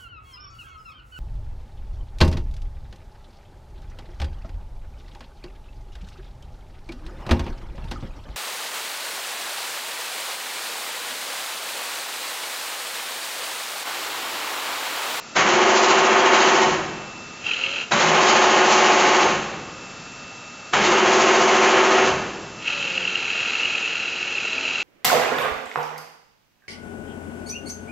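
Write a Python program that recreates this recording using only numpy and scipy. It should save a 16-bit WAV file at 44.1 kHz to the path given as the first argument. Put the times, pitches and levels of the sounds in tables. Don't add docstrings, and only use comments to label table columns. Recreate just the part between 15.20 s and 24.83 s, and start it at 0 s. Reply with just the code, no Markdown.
import sys
import numpy as np
from scipy import signal
from scipy.fft import rfft, irfft, next_fast_len
from scipy.io import wavfile
from scipy.ndimage import map_coordinates

SR = 44100
rng = np.random.default_rng(int(sys.argv[2]) if len(sys.argv) > 2 else 0)


def generate_wav(signal):
    frames = np.transpose(np.atleast_2d(signal))
    scaled = np.clip(frames, -1, 1) * 32767
    pcm = np.round(scaled).astype(np.int16)
    wavfile.write(sys.argv[1], SR, pcm)


N = 424683


def amp(db):
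    return 10 ** (np.asarray(db) / 20)


def unit(x):
    return x / np.sqrt(np.mean(x ** 2) + 1e-20)


def clock():
    return np.arange(N) / SR


def along(points, hz):
    point_hz, value = np.transpose(points)
    return np.interp(np.log(hz + 1), np.log(point_hz + 1), value)


def wobble(rate):
    knots = rng.standard_normal(int(N * rate / SR) + 4)
    coarse = map_coordinates(knots, [np.arange(0, N, 64) * rate / SR])
    return np.interp(np.arange(N), np.linspace(0, N, len(coarse)), coarse)


def gate(start, end, attack_s, release_s):
    t = clock()
    return np.exp(-np.maximum(start - t, 0) / attack_s - np.maximum(t - end, 0) / release_s)


def filtered(x, response):
    m = next_fast_len(N + SR // 2)
    return irfft(rfft(x, m) * response(np.fft.rfftfreq(m, 1 / SR)), m)[:N]


def coloured(x, spectrum):
    return unit(filtered(x, lambda hz: amp(along(spectrum, hz))))


def noise(spectrum):
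    return coloured(rng.standard_normal(N), spectrum)


def tone(hz, drift):
    return np.sqrt(2) * np.sin(2 * np.pi * (hz * clock() + rng.random()) + drift * wobble(4.5))


# frequency in Hz, time to decay by 60 dB in seconds.
HALL_DECAY = [(100, 2), (400, 1.54), (1500, 1.15), (3500, 1.14), (7500, 0.95)]


def hall(x):
    hz, t, bins = signal.stft(rng.standard_normal(int(1.3 * SR)), SR, nperseg=256)
    decay = amp(-60 * t / along(HALL_DECAY, hz)[:, None])
    tail = signal.istft(bins * decay, SR, nperseg=256)[1]
    return signal.fftconvolve(x, np.pad(tail, (400, 0)) / np.linalg.norm(tail))[:N]


# frequency in Hz, relative level in dB per Hz.
HALL_NOISE_SPECTRUM = [(25, -26.5), (110, -15.5), (250, -8.5), (380, -9.5), (600, -9.5), (950, -9.5),
                       (1110, -13), (1230, -7), (1400, -8.5), (1520, -11.5), (2330, -14), (2620, -10),
                       (2960, -15.5), (7500, -16)]


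def hall_noise(level_db=-37.5):
    return amp(level_db + 0.56 * wobble(5)) * noise(HALL_NOISE_SPECTRUM)


def rumble(floor_db=-57, stop_db=-46, fade_db_per_s=8):
    t, stirred = clock(), np.zeros(N)
    for start, full, brake, stop, *_ in CARRIAGE_RUNS:
        stirred += (t > brake) * amp(stop_db - fade_db_per_s * np.maximum(t - stop, 0))
    deep = noise([(25, -16.5), (55, -9), (72, -9.5), (105, -2), (180, -0.5), (280, -5.0), (600, -60.0)])
    return np.hypot(amp(floor_db), stirred) * deep


# frequency in Hz, rms level in dB before the slow level curve.
WHINE_TONES = [(247.5, -58.5), (1236.8, -52), (1388.9, -54.5), (2628.4, -59), (2668.3, -47)]
# time in seconds, gain in dB.
WHINE_GAIN = [(0, -3.5), (2, 1), (5.4, 0), (7.2, -2)]


def whine():
    tones = sum(amp(db + .8 * wobble(4)) * tone(hz, drift=.15) for hz, db in WHINE_TONES)
    return amp(np.interp(clock(), *np.transpose(WHINE_GAIN))) * tones


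# multiple of the motor frequency, rms level in dB before fading.
MOTOR_HARMONICS = [(4, -49), (5, -50)]


def motor_hum(motor_hz=91, fade_db_per_s=2.5, rise_s=.1, fall_s=0.045, delay_s=.25):
    t, turning = clock(), np.zeros(N)
    for start, end, *_ in CREEP_PHASES:
        fade = amp(-fade_db_per_s * np.maximum(t - start, 0))
        turning += gate(start + delay_s, end, rise_s, fall_s) * fade
    harmonics = [amp(db + 2.5 * wobble(4)) * tone(order * motor_hz, drift=.4) for order, db in MOTOR_HARMONICS]
    return turning * sum(harmonics)


# start in seconds, end in seconds, start frequency in Hz,
# end frequency in Hz, rms level in dB before the rounded onset and end.
GLIDING_TONES = [(2.41, 2.6, 528, 575, -42), (7.459, 7.92, 592, 500, -44), (7.65, 8, 190, 182, -47),
                 (9.248, 9.55, 645, 662, -48), (9.301, 9.55, 258, 268, -48.5)]


def gliding_tones():
    out = np.zeros(N + SR)
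    for start, end, start_hz, end_hz, db in GLIDING_TONES:
        n = round(abs(end - start) * SR) + 1
        phase = 2 * np.pi * np.cumsum(np.linspace(start_hz, end_hz, n)) / SR + 0.6 * wobble(20)[:n]
        out[round(start * SR):][:n] += amp(db) * np.sqrt(2) * np.sin(phase) * signal.windows.tukey(n, .5)
    return out[:N]


# time of the top in seconds, frequency in Hz,
# level at the top in dB (rms of the sine), time constant of the fall in seconds.
FRAME_BOOMS = [(0.33, 357, -23.5, 0.19), (2.75, 222, -27, .04), (2.88, 164, -31, .08),
               (5.72, 360, -25, 0.24)]


def booms(rise_share=0.47):
    t, out = clock(), np.zeros(N)
    for top, hz, db, fall_s in FRAME_BOOMS:
        rise = ((t - top) / (rise_share * fall_s)) ** 2
        swell = np.exp(-np.where(t < top, rise, np.abs(t - top) / fall_s))
        out += amp(db) * swell * np.sqrt(2) * np.sin(2 * np.pi * hz * t + .9 * wobble(25))
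    return out


# first slip in seconds, end in seconds, attack time constant in
# seconds, chatter level in dB before swell and easing, initial upper ring in dB relative to that level.
CREEP_PHASES = [(2.265, 2.625, .02, -26.5, -5.5), (7.479, 9.7, 0.034, -25.5, -8)]
SLIP_HZ = 39.93


def creeping(release_s=0.018, swell_db=1.2, swell_period_s=1.21, swell_top_s=0.89,
             ease_db_per_s=0.66, upper_fade_db_per_s=5.5):
    t, age, level, upper_db = clock(), np.zeros(N), np.zeros(N), np.zeros(N)
    for start, end, attack_s, db, ring_db in CREEP_PHASES:
        strength = amp(db) * gate(start, end, attack_s, release_s)
        now = strength > level
        age = np.where(now, t - start, age)
        level = np.where(now, strength, level)
        upper_db = np.where(now, ring_db, upper_db)
    elapsed = np.maximum(age, 0)
    friction_db = swell_db * np.cos(2 * np.pi * (age - swell_top_s) / swell_period_s)
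    return age, level * amp(friction_db - ease_db_per_s * elapsed), upper_db - upper_fade_db_per_s * elapsed


# centre in Hz, width in Hz, relative level in dB.
HOUSING_MODES = [(423, 330, -6.5), (882, 120, -4.5), (1374, 190, 0.5), (1940, 360, -3.5), (2880, 770, -6.5),
                 (4090, 170, -2), (4680, 310, -9.5), (6140, 570, -12.5), (6780, 220, -8)]


def housing(x):
    def response(hz):
        total = 0
        for k, (centre, width, db) in enumerate(HOUSING_MODES):
            damping = 1j * hz * width
            total = total + (-1) ** k * amp(db) * damping / (centre * centre - hz * hz + damping)
        return total
    return filtered(x, response)


# frequency in Hz, relative level in dB per Hz.
RASP_SPECTRUM = [(1000, -45), (1950, -26), (2250, -7.5), (2340, -14.5), (2470, -4.5), (2700, 2.5),
                 (2880, -7.5), (3060, -11.5), (3300, -16.5), (3500, -30.5), (4050, -19), (4800, -38.5)]


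def chatter(age, level, upper_db, grains_hz=1100, scatter_db=3, pulse_db=2.0, rasp_db=-0.84, scrape_db=-7.0):
    beat = 2 * np.pi * SLIP_HZ * age + .3 * wobble(4)
    bunch = amp(pulse_db * (np.cos(beat) + .5 * np.cos(2 * beat)))
    grains = (rng.random(N) < grains_hz / SR) * rng.choice([-1, 1], N)
    grains = grains * amp(scatter_db * np.clip(rng.standard_normal(N), -2, 1))
    late_grains = np.roll(grains, SR // 400)
    upper = coloured(late_grains * bunch, [(2500, -49), (2850, -6), (3050, -0.5), (3300, -10.5), (3600, -53.5)])
    rasp = amp(rasp_db) * coloured(grains * bunch, RASP_SPECTRUM) + amp(upper_db) * upper
    scrape = unit(housing(rng.standard_normal(N) * np.sqrt(bunch)))
    return level * (rasp + amp(scrape_db) * scrape)


# time in seconds, peak in dB before the common tick gain.
STRONG_SLIPS = [(2.2655, -14.5), (2.3126, -12.5), (2.3343, -12.5), (2.4371, -10.5), (2.581, -13.5),
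                (7.7772, -12), (7.8511, -11.5), (7.9545, -11.5), (8.4322, -10.5), (8.4543, -10.5),
                (8.55, -12), (9.1807, -12), (9.3801, -11.5), (9.5557, -13)]


def slips(level, slip_db=2.5, spread_db=3.0, jitter_s=.0028, tick_db=-2, tick_hz=2700, tick_s=0.0018):
    hard_s, hard_db = np.transpose(STRONG_SLIPS)
    beats = np.concatenate([np.arange(start, end, 1 / SLIP_HZ) for start, end, *_ in CREEP_PHASES])
    beats = beats[np.abs(beats[:, None] - hard_s).min(axis=1) > .5 / SLIP_HZ]
    late, strength = rng.standard_normal((len(beats), 2)).T
    chance_peaks = np.interp(beats, clock(), level) * amp(slip_db + spread_db * np.minimum(strength, 2))
    times = np.append(beats + jitter_s * late, hard_s)
    peaks = np.append(chance_peaks, amp(hard_db + tick_db))
    out, age = np.zeros(N + SR), np.arange(SR // 100) / SR
    swell = np.exp(-((age - tick_s * 1.3) / tick_s) ** 2)
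    for s, peak in zip(times, peaks):
        ring = np.sin(2 * np.pi * tick_hz * (1 + 0.05 * rng.standard_normal()) * age)
        out[round(s * SR):][:len(age)] += peak * ring * swell
    return out[:N]


# time in seconds, crash level in dB, steel ping level in dB,
# both as rms before the decay.
LOAD_JOLTS = [(0.165, -16.5, -29), (2.721, -21.5, -20.5), (5.535, -13.5, -34)]


def jolts(decay_s=0.015, ping_hz=3900, ping_s=0.0063):
    t, out = clock(), np.zeros(N)
    crash = noise([(100, -14.0), (500, -3.0), (1300, 7.0), (3000, 1), (4500, -12.5), (7500, -14.5)])
    ping = tone(ping_hz, drift=0)
    for s, crash_db, ping_db in LOAD_JOLTS:
        age = np.abs(t - s)
        burst = amp(crash_db) * np.exp(-age / decay_s) * crash
        strike = amp(ping_db) * np.exp(-age / ping_s) * ping
        out += (t >= s) * (burst + strike)
    return out


# multiple of the turn rate, rms level in dB going out, rms level in dB going back,
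# both for fully built-up tones.
SCREW_ORDERS = [(16, -37.2, -38.8), (26, -33, -29.5), (27, -24.4, -29), (28, -36.5, -38.1),
                (36, -35.1, -49.7), (37, -40.5, -36.2), (39, -39.9, -35.4), (42, -47.7, -36.9),
                (46, -37.2, -49.3), (49, -36.2, -33.8), (50, -33.4, -37.0), (51, -36.2, -32.4),
                (52, -38.2, -31.6), (53, -33.0, -40.4), (54, -42.9, -35.2), (57, -40.8, -36.0),
                (60, -40.2, -28.9), (62, -36.0, -30.2), (64, -30.5, -32.6), (65, -36.4, -33.0),
                (71, -37.4, -41.2), (75, -36.4, -36.6), (76, -39.1, -31.8), (77, -41.3, -31.8),
                (78, -32.8, -39.1), (79, -36.1, -36.0), (88, -35.6, -33.3), (89, -35.1, -39.6),
                (92, -51.1, -37.2), (94, -36.2, -44.9)]
TURN_HZ = 14.02


def screw_tones(at_speed, back, ring_s=0.089):
    keep = np.exp(-1 / (ring_s * SR))
    swell = signal.lfilter([1 - keep], [1, -keep], at_speed)
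    heard = np.flatnonzero(swell > 1e-3)
    t, out = heard / SR, np.zeros(N)
    for order, *levels_db in SCREW_ORDERS:
        phase = 2 * np.pi * (order * TURN_HZ * t + rng.random()) + .25 * wobble(4)[heard]
        out[heard] += amp(levels_db[back] + 0.72 * wobble(3)[heard]) * np.sqrt(2) * np.sin(phase)
    return swell * out


# start, full speed, brake, stop and top of a surge, all in seconds, then surge
# depth in dB (scaled for each layer), hiss and fizz gain in dB, judder level in dB, direction (0 out, 1 back).
CARRIAGE_RUNS = [(0.147, 0.269, 1.428, 1.646, .287, 2.5, 1, -34.5, 0),
                 (2.705, 2.79, 4.02, 4.26, 3.24, 1.7, 2, -35, 1),
                 (5.523, 5.66, 6.82, 7.02, 5.652, 2, 1, -35, 0)]
# frequency in Hz, relative level in dB per Hz.
GROWL_SPECTRUM = [(50, -43.5), (120, -25), (215, -7.5), (275, -13), (335, -0.5), (378, 0), (440, -6),
                  (700, -5.5), (1100, -4), (1500, -5), (3000, -15), (4300, -35.5), (7000, -58.5)]
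# frequency in Hz, relative level in dB per Hz.
HISS_SPECTRUM = [(40, -27), (110, -17), (180, -7), (270, -6.5), (330, -.5), (400, -1), (520, 3),
                 (1200, 3.5), (1900, 1), (2900, -0.5), (3250, -4), (3600, -12), (4500, -18.5), (7600, -33)]
# frequency in Hz, relative level in dB per Hz.
FIZZ_SPECTRUM = [(1000, -25.5), (3000, -3), (4100, 2), (5200, -1.5), (6600, 3.5), (7600, -6)]


def carriage(growl_db=-26, hiss_db=-22, fizz_db=-29, size=3000):
    t, rolling, tones = clock(), np.zeros(N), np.zeros(N)
    bumps = rng.standard_normal((2, size))
    hiss, fizz = noise(HISS_SPECTRUM), noise(FIZZ_SPECTRUM)
    judder = noise([(25, -16.0), (60, -6), (110, -6.5), (168, 5.5), (300, -8.5), (700, -32.5)])
    for start, full, brake, stop, crest, surge_db, run_db, judder_db, direction in CARRIAGE_RUNS:
        back = int(direction > .5)
        speed = np.interp(t, [start, full, brake, stop], [0, 1, 1, 0])
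        force = np.interp(t, [start, start + 0.016, brake, stop], [0, 1, 1, 0])
        turns = np.cumsum(speed) * TURN_HZ / SR
        turns -= np.interp(crest, t, turns)
        once, twice = np.cos(2 * np.pi * turns), np.cos(4 * np.pi * turns)
        track = np.interp(turns % 1, np.arange(size) / size, bumps[back]) * np.sqrt(speed)
        growl = coloured(track, GROWL_SPECTRUM) * np.sqrt(np.mean(speed))
        rolling += force * growl * amp(growl_db + surge_db * twice)
        strain_db = 2 * np.exp(-np.abs(t - start) / 0.12)
        contact = force ** 1.64 * amp(run_db + strain_db + 0.95 * wobble(30))
        rolling += contact * hiss * amp(hiss_db + 0.44 * surge_db * once)
        rolling += contact * fizz * amp(fizz_db + 1.22 * surge_db * once + 1.7 * wobble(12))
        rolling += amp(judder_db) * judder * np.sin(np.pi * speed)
        tones += screw_tones(np.clip(speed, 0, 1) ** 4, back)
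    return rolling, tones


def scene():
    background = hall_noise() + rumble() + whine()
    hums = motor_hum() + gliding_tones()
    age, level, upper_db = creeping()
    creep = chatter(age, level, upper_db) + slips(level)
    rolling, tones = carriage()
    run = rolling + jolts()
    mono = background + hums + booms() + tones
    mono += creep + amp(-15) * hall(creep)
    mono += run + amp(-3.5) * hall(run)
    return np.array([mono, mono])


def record(dry, top_hz=7570):
    return np.array([filtered(channel, lambda hz: hz < top_hz) for channel in dry])


dry = scene()
out = record(dry)
generate_wav(out)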